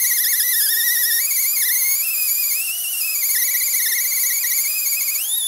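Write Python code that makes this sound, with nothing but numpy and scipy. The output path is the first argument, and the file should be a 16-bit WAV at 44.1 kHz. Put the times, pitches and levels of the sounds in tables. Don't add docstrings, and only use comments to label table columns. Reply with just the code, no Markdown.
import sys
import numpy as np
from scipy import signal
from scipy.fft import rfft, irfft
from scipy.io import wavfile
from scipy.ndimage import uniform_filter1d

SR = 44100
rng = np.random.default_rng(int(sys.argv[2]) if len(sys.argv) > 2 else 0)


def master_out(mix):
    frames = np.transpose(np.atleast_2d(mix))
    ceiling = np.clip(frames, -1, 1)
    pcm = np.round(ceiling * 32767).astype(np.int16)
    wavfile.write(sys.argv[1], SR, pcm)


def invert_db(level):
    return 10 ** (np.asarray(level, dtype=float) / 20)


N = 241447
EIGHTH_S = SR // 8

# centre in Hz, width in Hz, gain in dB.
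BODY = [(1080, 150, 5.0), (4850, 2520, 5.9), (6800, 770, 5.9), (8480, 340, 4.5), (9570, 780, -4.0),
        (10100, 1230, 8.4), (11650, 2250, 8.0), (12660, 1500, 4.0), (13970, 2240, -3.9), (14960, 1190, 4.2)]


def rms_one(x):
    return x / np.sqrt(np.mean(x ** 2) + 1e-20)


def in_time(rows):
    s, value = np.transpose(rows)
    return np.interp(np.arange(N) / SR, s, value)


def at_hz(points, hz):
    points_hz, value = np.transpose(points)
    return np.interp(np.log(hz), np.log(points_hz), value)


def drift(rate_hz):
    step, settle = 20, 2000
    pole = np.exp(-2 * np.pi * rate_hz * step / SR)
    noise = rng.standard_normal(N // step + settle + 2)
    slow = signal.lfilter([1], [1, -2 * pole, pole * pole], noise)[settle:]
    return np.interp(np.arange(N) / step, np.arange(len(slow)), rms_one(slow))


def one_pole(cut_hz, gain=1):
    pole = np.exp(-2 * np.pi * cut_hz / SR)
    return [gain * (1 - pole)], [1, -pole]


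def colour(x, peaks):
    for hz, width_hz, db in peaks:
        w, a = 2 * np.pi * hz / SR, invert_db(db / 2)
        slack = np.pi * width_hz / SR
        x = signal.lfilter([1 + slack * a, -2 * np.cos(w), 1 - slack * a],
                           [1 + slack / a, -2 * np.cos(w), 1 - slack / a], x)
    return x


def evened(x):
    return x / np.sqrt(uniform_filter1d(x ** 2, size=EIGHTH_S) + 1e-4 * np.mean(x ** 2))


def bite_load():
    # time in seconds, bite number, speed lost in %.
    chatter = [(0.054, 0, 26.8), (0.255, 3, 28.7), (0.34, 4, 28.5), (0.483, 6, 13.8), (0.616, 8, 23.5),
               (0.819, 11, 15.5), (1.117, 15, 16.7), (1.382, 19, 23.5), (1.513, 21, 9.8), (1.636, 23, 33.7),
               (1.948, 28, 6.7), (2.157, 31, 15.5), (2.36, 34, 6.8), (2.52, 36, 19.2), (2.792, 39, 5.9),
               (2.859, 40, 12.6), (2.948, 41, 11.7), (3.304, 46, 21.1), (3.554, 50, 30.1),
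               (3.685, 52, 25.0), (3.869, 55, 31.8), (3.992, 57, 26.1), (4.124, 59, 23.4),
               (4.182, 60, 22.3), (4.378, 63, 18.1), (4.448, 64, 30.4), (4.734, 68, 11.3),
               (4.938, 71, 17.2), (5.018, 72, 23.5), (5.161, 74, 19.3)]
    # bite number, extra speed lost in %, lateness
    # in ms.
    odd_bites = [(1, -3.2, -1.2), (2, 2.1, -1.1), (5, 7.4, 0.3), (7, 3.3, -3.0), (9, 0.2, -6.6),
                 (12, -1.7, -1.3), (14, 3.5, -1.6), (17, -1.0, 6.3), (18, -0.2, 4.4), (20, 3.6, -0.1),
                 (22, -0.6, 5.1), (25, -3.2, 1.8), (26, -0.5, 2.4), (27, -2.7, -2.8), (29, 6.2, -8.0),
                 (32, -3.3, 1.5), (33, 5.8, 1.4), (35, -1.3, 10.1), (37, -9.7, -8.9), (38, 1.4, -10.8),
                 (42, 3.7, 5.3), (43, -4.4, 3.8), (45, 2.2, 1.0), (47, 11.2, -0.7), (48, -0.5, -1.9),
                 (61, 4.8, -1.4), (62, 7.7, -1.2), (65, 1.2, -0.8), (67, 3.5, -4.2), (70, 5.6, 1.1)]
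    slowing_ms, slowing_power = 15.95, 1.66
    recovery_ms, recovery_power = 38.75, 1.27
    usual_bounce_s, bounce_power = .068, .73
    usual_lost_pct, hard_power = 20, .21

    marked_s, number, marked_lost = np.transpose(chatter)
    every = np.arange(int(number[-1]) + 1)
    at_s = np.interp(every, number, marked_s)
    lost_pct = np.interp(every, number, marked_lost)
    for k, extra_pct, late_ms in odd_bites:
        lost_pct[int(k)] += extra_pct
        at_s[int(k)] += late_ms / 1000
    lost_pct = np.maximum(lost_pct, 0)

    haste = (np.gradient(at_s) / usual_bounce_s) ** bounce_power
    haste = haste * ((lost_pct + 5) / usual_lost_pct) ** hard_power
    load = np.zeros(N)
    for s, share, quick in zip(at_s, lost_pct / 100, haste):
        near = np.arange(max(int((s - .1) * SR), 0), min(int((s + .4) * SR), N))
        ms = (near / SR - s) * quick * 1000
        slowing = (abs(ms) / slowing_ms) ** slowing_power
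        recovery = (abs(ms) / recovery_ms) ** recovery_power
        load[near] += share * np.exp(-np.where(ms < 0, slowing, recovery) / 2)
    return load


def motor_speed(load):
    # time in seconds, vane passes per second.
    free_run = [(0.0, 1989), (0.074, 2888), (0.678, 2313), (1.158, 2248), (1.273, 3152), (1.566, 2892),
                (1.701, 3210), (1.941, 2511), (2.053, 3126), (2.432, 2642), (2.9, 3248), (3.213, 2855),
                (3.575, 3411), (4.824, 2890), (5.193, 3076), (5.377, 3840), (5.434, 3419), (5.475, 3568)]
    return in_time(free_run) * (1 - load) / 4


def whine(shaft_hz, orders, flutter_db, tremble_hz):
    angle = 2 * np.pi * np.cumsum(shaft_hz + tremble_hz * drift(191)) / SR
    out = np.zeros(N)
    for turns, db in orders:
        turns = round(turns)
        audible = np.clip((.42 * SR - turns * shaft_hz) / 1000, 0, 1)
        level = invert_db(db + flutter_db * drift(42)) * audible
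        out += np.sqrt(2) * level * np.sin(turns * angle + rng.uniform(0, 2 * np.pi))
    return out


def motor_lines(shaft_hz, bite, shrill_db):
    # order in turns of the shaft, level in dB.
    low_orders = [(1, -24.5), (2, -25), (4, -1.5), (6, -43), (7, -28), (8, -6), (12, 2)]
    high_orders = [(16, -5), (20, 0.2), (24, 2.5), (28, 4.5), (32, -7), (36, -17)]
    # centre in Hz, width in
    # Hz, gain in dB.
    floor_echo = [(1580, 340, -2.0), (1890, 470, 7.7), (2400, 130, -8.6), (2590, 500, 5.8),
                  (3050, 160, -4.2), (3560, 280, 5.7), (5600, 230, -5.3), (6010, 230, -3.9),
                  (7550, 790, -6.6), (8230, 370, -4.3), (9080, 590, -12.6), (13150, 710, 3.2),
                  (2377, 37, -7.5), (3200, 80, 0), (5680, 130, 5), (9590, 190, -11)]
    path = BODY + floor_echo
    low = whine(shaft_hz, low_orders, flutter_db=2.5, tremble_hz=1.99)
    low = invert_db(-34.5 + 3.0 * bite) * colour(low, path)
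    shrill = whine(shaft_hz, high_orders, flutter_db=2.0, tremble_hz=1.153)
    shrill = invert_db(shrill_db + 2.94 + 4 * bite) * evened(colour(shrill, path))
    return low + shrill


def glance(x, lag_ms, cut_hz):
    late = np.interp(np.arange(N) - lag_ms * SR / 1000, np.arange(N), x)
    return signal.lfilter(*one_pole(cut_hz), late) * np.array([[1], [-1]])


def shop(x):
    t60_s, wall_cut_hz = .35, 6000
    out = np.zeros((2, N))
    lags = (rng.uniform(.015, .045, 12) * SR).astype(int)
    for k, lag in enumerate(lags):
        loop, state = x.copy(), [0.]
        b, a = one_pole(wall_cut_hz, invert_db(-60 * lag / SR / t60_s))
        for i in range(lag, N, lag):
            back, state = signal.lfilter(b, a, loop[i - lag:i], zi=state)
            loop[i:i + lag] += back[:N - i]
        out[k % 2] += (loop - x) * (-1) ** (k // 2)
    return out


def hiss(shaft_hz, bite, bite_db, patchy_db, puff):
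    # frequency in Hz, density in dB per Hz.
    density = [(30, -27.5), (200, -27.5), (400, -20), (560, -29), (780, -14), (1050, -23), (1500, -12),
               (2800, -15.5),
               (4500, -10.8), (8000, -7.5), (12000, -1.8), (16000, 1.5)]
    # frequency in Hz, left-right likeness from 0 to 1.
    likeness = [(900, .999), (2000, 1), (6000, 0.83), (15000, 0.81)]
    out, together = 0, drift(9)
    edges_hz = 25 * 2 ** np.arange(0, 10, .5)
    white = rng.standard_normal((2, 2, N))
    for k, (low_hz, high_hz) in enumerate(zip(edges_hz, edges_hz[1:])):
        band = signal.butter(2, [low_hz, high_hz], "band", fs=SR, output="sos")
        mid, side = signal.sosfilt(band, white[k % 2])
        hz = np.sqrt(low_hz * high_hz)
        alike = np.clip(at_hz(likeness, hz), -1, 1)
        grit = np.clip(hz / 10000, 0, 1)
        swing_db = bite_db * bite + patchy_db * (together + drift(14))
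        gain = invert_db(at_hz(density, hz) + grit * swing_db)
        out = out + gain * (np.sqrt(1 + alike) * mid + np.sqrt(1 - alike) * side * [[1], [-1]])
    vanes = np.cos(2 * np.pi * 4 * np.cumsum(shaft_hz) / SR)
    return rms_one(colour(out * (1 + puff * vanes), BODY))


def hums():
    # frequency in Hz, level in dB rms.
    tones = [(107.7, -78), (479, -71.5), (738, -78)]
    s = np.arange(N) / SR
    out = np.zeros(N)
    for hz, db in tones:
        out += invert_db(db) * np.sqrt(2) * np.sin(2 * np.pi * hz * s + 0.17 * drift(2.0))
    return out


def scene():
    # time in seconds, level of the shrill lines in dB.
    contact = [(0, -24), (.25, -23), (1.12, -24), (1.24, -25.5), (1.5, -23.5), (1.62, -23.5), (1.87, -23),
               (2.1, -26), (2.45, -23.5), (2.74, -37), (3.0, -31.5), (3.33, -22.5), (3.6, -25.5),
               (4.6, -26.5), (4.73, -30), (4.88, -26), (5.15, -27.5), (5.35, -42)]
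    load = bite_load()
    bite = load - uniform_filter1d(load, size=EIGHTH_S)
    shaft_hz = motor_speed(load)
    shrill_db = in_time(contact)

    lines = motor_lines(shaft_hz, bite, shrill_db)
    echoes = invert_db(-16) * glance(lines, lag_ms=.45, cut_hz=6000)
    echoes += invert_db(-19) * shop(lines)

    octaves = np.log2(uniform_filter1d(shaft_hz, size=EIGHTH_S) / 550)
    hiss_db = -24.5 + 0.092 * (shrill_db - shrill_db.mean()) - 2.5 * octaves
    air = invert_db(hiss_db + 1.03) * hiss(shaft_hz, bite, bite_db=16, patchy_db=1.42, puff=0.3)
    left_right = invert_db(np.array([[.45], [-.45]]))
    return (lines + air) * left_right + echoes + hums()


def low_pass(x):
    return signal.sosfilt(signal.butter(12, 16280, fs=SR, output="sos"), x)


def record(dry):
    cutoff_hz, bass_alike_hz = 15730, 1000.
    hz = np.fft.rfftfreq(N, 1 / SR)
    mid_side = np.array([dry[0] + dry[1], dry[0] - dry[1]]) / 2
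    mid, side = rfft(mid_side, axis=1) * (hz < cutoff_hz)
    side = side * hz ** 4 / (hz ** 4 + bass_alike_hz ** 4)
    mix = irfft(np.array([mid + side, mid - side]), N, axis=1)
    return low_pass(mix)


dry = scene()
out = record(dry)
master_out(out)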